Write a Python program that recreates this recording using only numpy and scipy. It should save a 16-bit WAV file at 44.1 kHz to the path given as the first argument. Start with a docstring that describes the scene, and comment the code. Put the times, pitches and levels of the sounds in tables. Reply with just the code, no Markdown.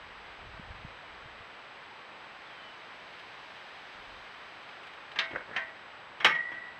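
"""A quiet wood, with a small trail camera standing near a garden swing.
A young bear jumps off: claws pluck the seat cloth, the freed seat jerks its steel hangers twice,
paws thud on the ground, then the seat swings up and strikes the stand, which rings.
Far off, a bird whistles once. Wind hisses in the trees all round and nudges the microphone,
and the camera's own electronics whine faintly."""
import sys
import numpy as np
from scipy import signal
from scipy.io import wavfile
from scipy.ndimage import uniform_filter1d

SR = 44100
rng = np.random.default_rng(int(sys.argv[2]) if len(sys.argv) > 2 else 0)


def file_out(sig):
    """Save sig as 16-bit WAV at sys.argv[1]."""
    # one column per channel
    cols = np.atleast_2d(sig).T
    # limit, then scale
    lim = np.clip(cols, -1, 1)
    pcm = np.round(lim * 32767).astype(np.int16)
    wavfile.write(sys.argv[1], SR, pcm)


N = 299439
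TIME = np.arange(N) / SR
# third-octave bands, shared by all the noises
EDGES_HZ = 20 * 2 ** (np.arange(30) / 3)
CENTRES_HZ = np.sqrt(EDGES_HZ[1:] * EDGES_HZ[:-1])
FILTERS = [signal.butter(3, edges, "band", fs=SR, output="sos") for edges in zip(EDGES_HZ, EDGES_HZ[1:])]


def swing(tilt_hz=2200, bass_hz=800, crack_octaves=0.4, buzz_above_db=-18):
    """Steel on steel, close by: the frame clatters, the contact cracks, hangers and stand ring."""
    # blows: start_s, level_db, hardness (0-1), hanger_db, favoured_hanger_hz, stand_db
    clanks = [(5.158, -34.5, 0.54, -12, 1624, -51), (5.1873, -23, 0.95, -1.5, 2220, -38),
              (5.309, -41.5, 0.07, -21, 2175, -47), (5.5622, -26, 0.75, -3.5, 1860, -39),
              (6.202, -33, 0.55, -10, 2175, -19.5), (6.2452, -12, 0.78, -10, 2175, 0.5),
              (6.347, -36.5, .5, -18, 2175, -27), (6.517, -43.5, 0.02, -17, 3300, -32.5)]
    # modes of the seat's hangers: pitch_hz, level_db, t60_s
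    hanger_modes = [(660, -41, 0.44), (1100, -47, 0.26), (1552, -34.5, 0.25), (1650, -31, 0.12),
                    (1800, -32.5, 0.28), (1850, -35.5, 0.19), (1930, -33.5, 0.46), (2050, -33.5, 0.31),
                    (2115, -41, 0.36), (2193, -43, 0.6), (2290, -41, .26), (2716, -43, 0.34),
                    (3140, -49, .18), (3260, -42, 0.19)]
    # modes of the stand's tubes: pitch_hz, level_db, t60_s
    stand_modes = [(172.3, -45.5, 0.37), (205, -39, 0.24), (849, -27.5, 0.13), (1187, -18, 0.12),
                   (1230, -41.5, .5), (1276, -30, 0.14), (1310, -33, 0.22), (1423, -27, 0.11),
                   (1620, -36, .3), (1795, -27, 0.18), (1899, -22.5, 0.97), (1943, -30, 1.05),
                   (1960, -29, 1.2), (2020, -30, 0.26), (2140, -38, .7), (2190, -23, .27),
                   (2384, -25, 0.12), (2530, -25, 0.12), (3160, -21, 0.095), (3214, -27.5, .11),
                   (3360, -25, 0.11), (5460, -45, 0.26), (5455, -41.5, 0.22), (10600, -55, .15)]
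    # spectrum of the frame's crowd of short-lived modes: frequency_hz, density_db
    clatter_spectrum = [(50, -35), (100, -20), (180, -13.5), (350, -9.5), (700, -4), (1300, 0), (2000, 4),
                        (3100, 1), (4300, -14.5), (6000, -18.5), (8500, -40.5), (11000, -38.5),
                        (15000, -54.5)]
    # decay of those modes: frequency_hz, t60_s
    clatter_decay = [(100, 0.47), (400, 0.11), (1200, 0.21), (1550, 0.16), (2000, 0.17), (2900, 0.1),
                     (6000, 0.095), (12000, 0.093)]
    out = np.zeros(N)
    octaves_up = np.maximum(np.log2(CENTRES_HZ / tilt_hz), 0)
    bass = 1 / (1 + (CENTRES_HZ / bass_hz) ** 4)
    for start_s, level_db, hardness, hanger_db, favoured_hz, stand_db in clanks:
        # a harder contact is shorter, so brighter, leaner and with more crack
        tilt_db_per_octave = np.interp(hardness, (0, 1), (-4, 0.5))
        bass_db = np.interp(hardness, (0, 1), (15, -3.5))
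        crack_db = level_db + np.interp(hardness, (0, 1), (-27, 9.5))
        crack_hz = 950 * (3320 / 950) ** hardness
        if level_db > buzz_above_db:
            tilt_db_per_octave += 3   # loose joints buzz under a very heavy blow, adding treble
        clatter_db = level_db - 2 + tilt_db_per_octave * octaves_up + bass_db * bass
        clatter = band_gains(clatter_spectrum) * from_db(clatter_db)
        add(out, start_s, burst(clatter, per_band(clatter_decay), rise_s=0.0014))
        hump = 1 / np.cosh(np.log2(CENTRES_HZ / crack_hz) / crack_octaves) ** 1.8
        crack = burst(hump / np.linalg.norm(hump), t60_s=0.052, rise_s=0.0042)
        add(out, start_s, from_db(crack_db) * crack)
        hangers = tube_ring(hanger_modes, rise_s=0.0031, favoured_hz=favoured_hz)
        add(out, start_s, from_db(hanger_db) * hangers)
        stand = tube_ring(stand_modes, rise_s=0.0022, scatter_db=0.8)
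        add(out, start_s, from_db(stand_db) * stand)
    return out


def tube_ring(modes, rise_s, scatter_db=0, favoured_hz=0, favour_db=8, width_hz=70, flutter_db=3):
    """One blow on a tube; the contact point gives each mode its own strength and phase."""
    t = TIME[:SR]
    hz, level_db, t60_s = np.transpose(modes)[:, :, None]
    level_db = level_db + favour_db * np.exp(-((hz - favoured_hz) / width_hz) ** 2)
    level_db += scatter_db * rng.standard_normal(hz.shape)
    waver = drift((len(hz), SR), rate_hz=14)   # the ring wavers in level and phase as its echoes mingle
    phase = 2 * np.pi * (hz * t + rng.random(hz.shape)) + waver.imag / 2
    tones = from_db(level_db + flutter_db * waver.real) * np.sin(phase)
    swell = 1 - np.exp(-t / (rise_s + 0.052 * t60_s ** 2))   # energy seeps slowly into long-lived modes
    return np.sum(tones * fade(t, t60_s) * swell, axis=0)


def bear(crunch_hz=700):
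    """At the swing, claws pluck the cloth; paws land and scuff with a thud and a crunch of dry needles."""
    # claws on the seat: start_s, level_db
    claws = [(3.195, -45), (3.555, -49), (4.688, -47.5), (4.832, -45), (4.868, -43), (4.934, -47),
             (5.116, -43)]
    # spectrum of the plucked cloth: frequency_hz, density_db
    cloth_spectrum = [(300, -28), (1200, 4), (3000, 6.5), (5000, -15), (8000, -27), (11000, -30),
                      (14000, -46)]
    # paws on the ground: start_s, level_db, t60_s, brightness_db, rise_s
    paws = [(5.331, -27.5, 0.066, -15, 0.0026), (5.349, -31.5, 0.049, 1, .002),
            (5.3584, -25.5, 0.037, 4, 0.0013), (5.37, -28, 0.025, -8, .001), (5.48, -34.5, 0.16, -2, .02),
            (5.512, -39.5, 0.045, 3.5, 0.00092), (5.526, -47, 0.22, 23.5, 0.037)]
    # spectrum of the struck ground: frequency_hz, density_db
    ground_spectrum = [(40, -23), (90, -6), (150, -2.5), (260, -5), (490, 3), (700, -3.5), (1000, -6),
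                       (1300, -2), (1800, -1), (2400, -14.5), (3000, -33), (6000, -43), (12000, -69)]
    out = np.zeros(N)
    for start_s, level_db in claws:
        pluck = band_gains(cloth_spectrum) * from_db(level_db)
        add(out, start_s, burst(pluck, t60_s=0.07, rise_s=0.00078))
    crunch = CENTRES_HZ ** 2 / (CENTRES_HZ ** 2 + crunch_hz ** 2)
    for start_s, level_db, t60_s, brightness_db, rise_s in paws:
        thud = band_gains(ground_spectrum) * from_db(level_db + brightness_db * crunch)
        add(out, start_s, burst(thud, t60_s, rise_s))
    return out


def far_bird(start_s=2.44, length_s=0.27, from_hz=3680, to_hz=2935, glide_s=0.095):
    """One thin, distant whistle that falls and grows louder as it settles on its last pitch."""
    pitch_hz = to_hz + (from_hz - to_hz) * np.exp(-np.maximum(TIME - start_s, 0) / glide_s)
    remaining_s = np.maximum(start_s + length_s - TIME, 0)
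    swell = from_db(-53 - 32 * remaining_s)   # climbs 32 dB a second
    level = swell * envelope(start_s, length_s, attack_s=0.015, t60_s=0.25)
    return level * np.sin(2 * np.pi * np.cumsum(pitch_hz) / SR)


def trunk_echoes(sound, echoes_per_s=500, t60_s=0.22, first_s=0.015, dull_hz=3500, wet_db=-15):
    """The trunks all round scatter many faint, dull echoes back to the microphone."""
    t = TIME[:SR]
    arrivals = (rng.random(SR) < echoes_per_s / SR) & (t > first_s)
    echoes = arrivals * rng.standard_normal(SR) * fade(t, t60_s)
    echoes = signal.sosfilt(signal.butter(1, dull_hz, fs=SR, output="sos"), echoes + 1e-18)
    return from_db(wet_db) * signal.fftconvolve(sound, echoes / np.linalg.norm(echoes))[:N]


def wind(needles_hz=2800, breeze_peak_s=3.84, breeze_width_s=1.38, calm_db=-80.5):
    """Foliage hisses all round, brighter as a breeze stirs the needles; gusts rumble on the microphone."""
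    # spectrum of wind in the trees: frequency_hz, density_db
    tree_spectrum = [(25, -23), (60, -13), (130, -8.5), (270, -8), (520, -2.5), (950, 1), (2000, -0.7),
                     (2900, -5.5), (4000, -11.5), (5000, -20), (7200, -37.5), (8500, -41.5), (11500, -45.5),
                     (13500, -68)]
    # gusts on the microphone: start_s, length_s, level_db
    gusts = [(0, 0.34, -67), (0.375, 0.52, -56), (0.955, .46, -66.5), (3.94, .28, -65.5)]
    # spectrum of their rumble: frequency_hz, density_db
    rumble_spectrum = [(22, -6), (50, 4), (100, -5), (200, -12.5), (400, -25), (1000, -68.5)]
    bands = noise_bands(N)
    treble = CENTRES_HZ ** 3 / (CENTRES_HZ ** 3 + needles_hz ** 3)
    boughs, needles = (band_gains(tree_spectrum) * [1 - treble, treble]) @ bands
    breeze = np.exp(-((TIME - breeze_peak_s) / breeze_width_s) ** 2)
    needles_db = -0.35 + 4.5 * breeze - 0.4 * TIME   # the needles slowly settle
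    hiss = from_db(-48.5 + 0.1 * breeze) * (boughs + needles * from_db(needles_db))
    gust_level = from_db(calm_db)
    for start_s, length_s, level_db in gusts:
        gust_level += from_db(level_db) * envelope(start_s, length_s, attack_s=0.019, t60_s=0.32)
    rumble = band_gains(rumble_spectrum) @ bands[:, ::-1]   # reversed, so unrelated to the hiss
    return hiss + gust_level * rumble


def buffets(t60_cycles=4.4):
    """Eddies hit the microphone itself as soft thumps, each a cycle or two long."""
    # the strongest eddies: start_s, level_db, pitch_hz
    eddies = [(0.47, -39, 90), (.541, -39, 100), (0.596, -31.5, 188), (.704, -33, 85), (0.848, -29, 130),
              (1.257, -38, 115), (1.405, -44, 101)]
    out, t = np.zeros(N), TIME[:SR // 4]
    for start_s, level_db, pitch_hz in eddies:
        phase = 2 * np.pi * pitch_hz * t
        thump = np.sin(phase) * fade(t, t60_cycles / pitch_hz) * (1 - np.exp(-phase))
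        add(out, start_s, from_db(level_db) * thump)
    return out


def camera_whine(pitch_hz=7793, rms_db=-81.5, frame_hz=29.8):
    """A thin tone from the camera's electronics that flips its phase twice in every picture."""
    flips = uniform_filter1d(np.sign(np.sin(2 * np.pi * frame_hz * TIME)), size=40)
    return np.sqrt(2) * from_db(rms_db) * np.sin(2 * np.pi * pitch_hz * TIME) * flips


def burst(gains, t60_s, rise_s):
    """A dense cluster of modes: bands of noise that swell quickly and die."""
    t = TIME[:SR // 2]
    dying_bands = noise_bands(len(t)) * fade(t, np.reshape(t60_s, (-1, 1)))
    return gains @ dying_bands * (1 - np.exp(-t / rise_s))


def noise_bands(size):
    """Unrelated, steady third-octave noises of rms 1."""
    bands = np.array([signal.sosfilt(sos, rng.standard_normal(size + SR // 4))[-size:] for sos in FILTERS])
    return bands / bands.std(axis=1, keepdims=True)


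def band_gains(spectrum):
    """Each band's share of a spectrum, as amplitude; total power 1."""
    gains = from_db(per_band(spectrum)) * np.sqrt(CENTRES_HZ)
    return gains / np.linalg.norm(gains)


def per_band(points):
    """A table over frequency, read at the band centres."""
    hz, values = np.transpose(points)
    return np.interp(np.log(CENTRES_HZ), np.log(hz), values)


def drift(shape, rate_hz):
    """Slow complex random wander along each row; spread 1."""
    pole = np.exp(-2 * np.pi * rate_hz / SR)
    white = rng.standard_normal((shape[0], shape[1] + SR // 4, 2)) @ [1, 1j]
    slow = signal.lfilter([1], [1, -2 * pole, pole * pole], white)[:, -shape[1]:]
    return slow / slow.std()


def envelope(start_s, length_s, attack_s, t60_s):
    """Attack, hold and release."""
    attack = np.clip((TIME - start_s) / attack_s, 0, 1)
    return attack * fade(np.maximum(TIME - start_s - length_s, 0), t60_s)


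def fade(t, t60_s):
    """Exponential decay, 60 dB in t60_s."""
    return np.exp(-np.log(1000) * t / t60_s)


def from_db(db):
    """Decibels to gain."""
    return 10 ** (np.asarray(db) / 20)


def add(track, start_s, sound):
    """Mix a sound into the track from start_s."""
    at = round(start_s * SR)
    track[at:at + len(sound)] += sound[:N - at]


def scene():
    """Swing, bear and far bird among the trunks, with the wind over them, at one microphone."""
    sources = swing() + bear() + far_bird()
    return (sources + trunk_echoes(sources) + wind() + buffets())[None]


def record(dry):
    """The trail camera adds its whine and cuts the top above 15.6 kHz."""
    lowpass = signal.ellip(10, 0.1, 80, 15600, fs=SR, output="sos")
    return signal.sosfilt(lowpass, dry + camera_whine())


dry = scene()
out = record(dry)
file_out(out)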